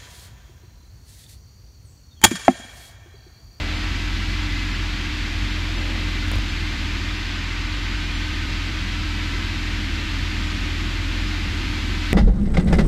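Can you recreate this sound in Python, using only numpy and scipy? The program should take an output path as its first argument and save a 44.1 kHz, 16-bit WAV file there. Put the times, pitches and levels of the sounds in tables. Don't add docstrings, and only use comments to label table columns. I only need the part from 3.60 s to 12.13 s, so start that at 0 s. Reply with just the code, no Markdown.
import sys
import numpy as np
from scipy import signal
from scipy.fft import rfft, irfft, next_fast_len
from scipy.io import wavfile
from scipy.ndimage import uniform_filter1d

SR = 44100
rng = np.random.default_rng(int(sys.argv[2]) if len(sys.argv) > 2 else 0)


def put_to_file(sound):
    columns = np.atleast_2d(sound).T
    safe = np.clip(columns, -1, 1)
    whole_steps = np.round(safe * 32767)
    wavfile.write(sys.argv[1], SR, whole_steps.astype(np.int16))


def invert_db(x):
    u = np.asarray(x, float) / 20
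    return 10 ** u


N = 376173

# t/s, f/Hz
THROB_RATE = [(0.0, 39.45), (0.78, 43.73), (1.55, 42.27), (2.33, 43.17), (3.1, 41.09), (3.88, 42.83),
              (4.65, 42.77), (5.43, 41.47), (6.2, 42.1), (6.98, 41.14), (7.75, 42.63), (8.53, 40.39)]
# t/s, delay/ms
STUMBLES = [(0.247, -5.4), (0.329, -6.9), (0.424, -3.2), (1.512, 8.6), (1.567, 5.1), (1.683, 6.9),
            (1.737, 5.1), (1.839, -6.8), (2.744, -6.3), (2.798, -8.6), (3.166, 8.4), (3.274, 4.6),
            (3.39, 9.4), (4.179, -8.2), (4.37, -5.9), (4.676, 6.2), (4.73, 7.9), (4.859, 8.4),
            (5.118, -9.5), (6.295, 7.6), (6.37, 7.2), (6.465, 11.0), (6.662, -3.3), (7.179, 2.8),
            (7.88, 7.9), (7.934, 9.5), (8.029, 4.8), (8.091, 6.5), (8.206, 8.5), (8.302, -4.7)]
# f/Hz, level/dB
WAKE_COLOUR = [(22, -30), (32, -17), (45, 0.5), (68, 4), (95, -7), (115, -9), (140, -25)]

# t/s, level/dB
SWELL = [(0, 0.8), (.4, -0.1), (.95, 0), (1.45, 0.6), (2.1, -0.3), (2.7, -0.4), (2.9, .1), (3.45, 0.5),
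         (3.85, 2.5), (4.5, 1), (4.72, 0.2), (4.92, 0.8), (5.4, .5), (5.74, -0.5), (5.95, 0), (7.1, -0.8),
         (7.55, -0.6), (8.4, -1.6)]
# f/Hz, level/dB
RUSH_COLOUR = [(400, -16), (650, -19), (820, -9), (1200, -4), (2010, -0.5), (2600, -2.5), (3220, -2),
               (4570, -7), (5300, -12.5), (7200, -19), (8200, -29), (10000, -43), (13000, -60),
               (15200, -70)]
# f/Hz, width/Hz, level over the rush/dB
CABIN_RINGING = [(628, 22, 2.5), (698, 21, 7), (960, 70, -3), (1557, 91, -2), (1540, 36, -7),
                 (1824, 74, -6), (2035, 56, -2.5), (2047, 26, 1.5), (2320, 51, 0), (2515, 250, -2.5),
                 (2690, 20, 4), (4330, 23, -2.5), (4330, 24, -12.5), (4960, 50, 2)]
# f/Hz, level/dB
SHUDDER_COLOUR = [(250, -6), (420, -3.5), (550, 0.5), (700, -2.5), (900, -3.5), (1300, -15)]
# t/s, peak level/dB, width/s
GUSTS = [
    (0.01, -36, 0.023),
    (.1, -42.5, 0.15),
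    (2.26, -44, 0.23),
    (7.9, -53, .5),
]
# f/Hz, level/dB
HISS_COLOUR = [(5000, -20), (7500, 7), (9000, 2), (10500, -5), (12000, -10), (14000, -16), (15200, -20)]
# f/Hz, level/dB
SENSOR_COLOUR = [(8000, -8), (11000, 4), (13000, -2), (15000, -2), (15260, 1)]

# f/Hz, level/dB
PANEL_COLOUR = [(150, -27), (200, -6), (240, -8.5), (280, 2), (320, 0), (370, -7.5), (430, -19), (600, -69)]
# f/Hz, level/dB
RUMBLE_COLOUR = [(105, -34), (125, -7), (150, -4.5), (200, -5.5), (240, -4.5), (300, -14.5), (400, -21)]
# multiple of the firing rate, rms level/dB
ENGINE_TONES = [(1, -40.5), (2, -47.5), (3, -42.5), (5, -64), (6, -68), (7, -68.5), (8, -67.5)]

# t/s, swing of pressure (its sign tells which way first)
BUMPS = [
    (.238, 0.016),
    (1.831, -0.047),
    (2.682, .06),
    (2.77, 0.16),
    (6.632, 0.1),
]
# t/s, crackle peak level/dB, knock peak level/dB
CREAK_SLIPS = [
    (2.676, -41, -40),
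    (2.684, -34, -34),
    (2.716, -20, -24),
    (2.720, -34, -30),
    (2.736, -34, -24),
    (2.750, -41, -36),
    (2.757, -26, -26),
    (2.768, -38, -30),
    (2.786, -34, -27),
]
WHINES_HZ = [11408.3, 12499.7]
WHINES_DB = [-64, -72.5]

# t/s, centre f/Hz
SPLITS = [(.168, 6200), (.168, 13800), (.354, 9650), (.784, 9950), (.853, 10300), (1.146, 6550),
          (1.146, 8900), (1.921, 6950), (1.921, 8950), (2.174, 5300), (2.174, 7100), (2.9, 5950),
          (2.966, 4900), (3.587, 7200), (3.587, 10300), (4.072, 9900), (4.243, 6950), (4.316, 4650),
          (4.461, 6950), (4.461, 13800), (4.557, 6550), (4.746, 7200), (5.074, 13800), (5.959, 13800),
          (7.404, 10000), (7.784, 13800)]


def buffet():
    hz = in_time(THROB_RATE)[0] - 42 * stumbles()
    quicker_hz = uniform_filter1d(hz, size=2400) - 42
    phase = 2 * np.pi * np.cumsum(hz) / SR + 0.17 * drift(26) + 3.68
    dip = invert_db(0.5 * drift(9.3)) * np.cos(phase)
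    octave_db = -3 - 0.7 * quicker_hz
    dip -= invert_db(octave_db + 0.5 * drift(16)) * np.cos(2 * phase + 0.16)
    dip += invert_db(-18) * np.sin(3 * phase)
    throb_db = -27.3 + 0.5 * quicker_hz
    throb = invert_db(throb_db) * (np.sqrt(2) * dip + invert_db(-9.5) * coloured(WAKE_COLOUR))
    throb_band = signal.butter(3, [28, 150], "band", fs=SR, output="sos")
    return signal.sosfiltfilt(throb_band, throb)


def stumbles():
    late = np.zeros(N)
    for s, delay_ms in STUMBLES:
        late[round(s * SR)] = delay_ms / 1000 * SR
    bell = np.hanning(1900)
    return signal.fftconvolve(late, bell / bell.sum(), "same")


def airflow(swell_db):
    shudder = gusts(swell_db) * invert_db(-1.5 + 1.2 * drift(11)) * coloured(SHUDDER_COLOUR)
    rush = reflected(coloured(RUSH_COLOUR, CABIN_RINGING))
    treble = signal.sosfiltfilt(signal.butter(1, 3200, "high", fs=SR, output="sos"), rush)
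    treble_gain = invert_db(0.7 - 0.25 * swell_db)
    rush = rush + (treble_gain - 1) * treble
    rush_db = -31.5 + 1.13 * swell_db + 0.17 * drift(21)
    microphone = invert_db(-58.5) * coloured(HISS_COLOUR) + invert_db(-71) * coloured(SENSOR_COLOUR)
    return shudder + invert_db(rush_db) * rush + microphone


def gusts(swell_db):
    t = np.arange(N) / SR
    steady_power = invert_db(2 * (-50 + 0.4 * swell_db))
    gust_power = sum(invert_db(2 * db) * np.exp(-((t - s) / width) ** 2) for s, db, width in GUSTS)
    return np.sqrt(steady_power + gust_power)


def reflected(x):
    t = np.arange(1, 2000) / SR
    echo_db, t60_s = -15, 0.06
    clouds = rng.standard_normal((4, len(t))) * invert_db(-60 * t / t60_s) * (t > 0.003)
    out = x
    for cloud in clouds:
        echo = signal.fftconvolve(x, cloud / np.linalg.norm(cloud))[:N]
        out = out + invert_db(echo_db) * (0.3 + 0.7 * drift(0.5)) * echo
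    return rms_one(out)


def panels():
    shaking = invert_db(-39.5) * coloured(PANEL_COLOUR) + engine(ENGINE_TONES[2:3])
    swing = self_limited(shaking, firmness=0.85)
    swing = signal.sosfilt(signal.butter(4, 420, fs=SR, output="sos"), swing)
    return invert_db(-34.5) * (invert_db(-2.5) * rms_one(swing) + invert_db(-4.5) * coloured(RUMBLE_COLOUR))


def self_limited(x, firmness):
    envelope = np.abs(signal.hilbert(x, next_fast_len(N))[:N])
    swing = envelope / np.sqrt(2 * np.mean(x ** 2))
    return x * (swing ** 2 + 0.1) ** (-firmness / 2)


def engine(tones):
    firing_hz = 100.69
    phase = 2 * np.pi * firing_hz * np.arange(N) / SR + 0.18 * drift(2.0)
    hum = np.zeros(N)
    for multiple, db in tones:
        loudness = invert_db(db + 1.5 * drift(3.6))
        hum += loudness * np.sin(multiple * phase + rng.uniform(0, 2 * np.pi))
    return np.sqrt(2) * hum


def bumps():
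    t = np.arange(N) / SR
    swing_hz, width_s = 78, 0.0085
    out = np.zeros(N)
    for s, size in BUMPS:
        bell = np.exp(-((t - s) / width_s) ** 2)
        out -= size * np.sin(2 * np.pi * swing_hz * (t - s)) * bell
    return out


def creak():
    out, t = np.zeros(N), np.arange(600) / SR
    housing = signal.butter(2, [1500, 12000], "band", fs=SR, output="sos")
    knock = np.sin(2 * np.pi * 620 * t) + 0.9 * np.sin(2 * np.pi * 1050 * t)
    knock = knock * np.exp(-t / 0.0012)
    for s, crackle_db, knock_db in CREAK_SLIPS:
        crackle = signal.sosfilt(housing, rng.standard_normal(len(t)) * np.exp(-t / 0.0005))
        out[round(s * SR):][:len(t)] += invert_db(crackle_db) * crackle + invert_db(knock_db) * knock
    return out


def electronics():
    t = np.arange(N) / SR
    clock_hz, sweep_hz, frame_hz = 9959.87, 500, 30.0
    frame_turn = 2 * np.pi * frame_hz * t
    clock = np.sin(2 * np.pi * clock_hz * t + sweep_hz / frame_hz * np.sin(frame_turn))
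    clock_db = -69.5 - 2.5 * np.cos(frame_turn)
    whines = sum(invert_db(db) * np.sin(2 * np.pi * hz * t) for hz, db in zip(WHINES_HZ, WHINES_DB))
    return np.sqrt(2) * (whines + invert_db(clock_db) * clock)


def in_time(rows):
    s, *columns = np.transpose(rows)
    return [np.interp(np.arange(N) / SR, s, column) for column in columns]


def rms_one(x):
    return x / np.sqrt(np.mean(x ** 2) + 1e-20)


def drift(rate_hz):
    r = np.exp(-2 * np.pi * rate_hz * 40 / SR)
    noise = rng.standard_normal(N // 40 + 2002)
    slow = signal.lfilter([1], [1, -2 * r, r * r], noise)[2000:]
    return np.interp(np.arange(N) / 40, np.arange(len(slow)), rms_one(slow))


def coloured(points, resonances=()):
    size = next_fast_len(N)
    hz = np.maximum(np.arange(size // 2 + 1) * SR / size, 1)
    at, db = np.transpose(points)
    power = invert_db(2 * np.interp(np.log(hz), np.log(at), db, left=-90, right=-90))
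    for centre, width, peak_db in resonances:
        power = power * (1 + invert_db(2 * peak_db) / (1 + (2 * (hz - centre) / width) ** 2))
    spectrum = rfft(rng.standard_normal(size)) * np.sqrt(power)
    return rms_one(irfft(spectrum, size)[:N])


def scene():
    swell_db = in_time(SWELL)[0]
    cabin = buffet() + bumps()
    cabin += engine(ENGINE_TONES[:2] + ENGINE_TONES[3:])
    cabin += panels()
    cabin += airflow(swell_db)
    cabin += creak() + electronics()
    return np.stack([cabin, cabin])


def splits(x):
    out, bell = x.copy(), signal.windows.tukey(1600, 0.5)
    for s, hz in SPLITS:
        start = round(s * SR) - len(bell) // 2
        width_hz = min(1600, hz / 5)
        band = signal.butter(4, hz + width_hz * np.array([-0.5, 0.5]), "band", fs=SR, output="sos")
        now = x[0, start:][:len(bell)]
        earlier = x[0, start - 4000:][:len(bell)]
        own, other = signal.sosfiltfilt(band, [now, earlier]) * bell
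        out[:, start:start + len(bell)] += invert_db(-2.5) * other * [[1], [-1]] - 0.25 * own
    return out


def roll_off(x):
    return signal.sosfilt(signal.butter(12, 15710, fs=SR, output="sos"), x)


def record(dry):
    held = dry * invert_db(-in_time(SWELL)[0])
    return roll_off(splits(held))


dry = scene()
out = record(dry)
put_to_file(out)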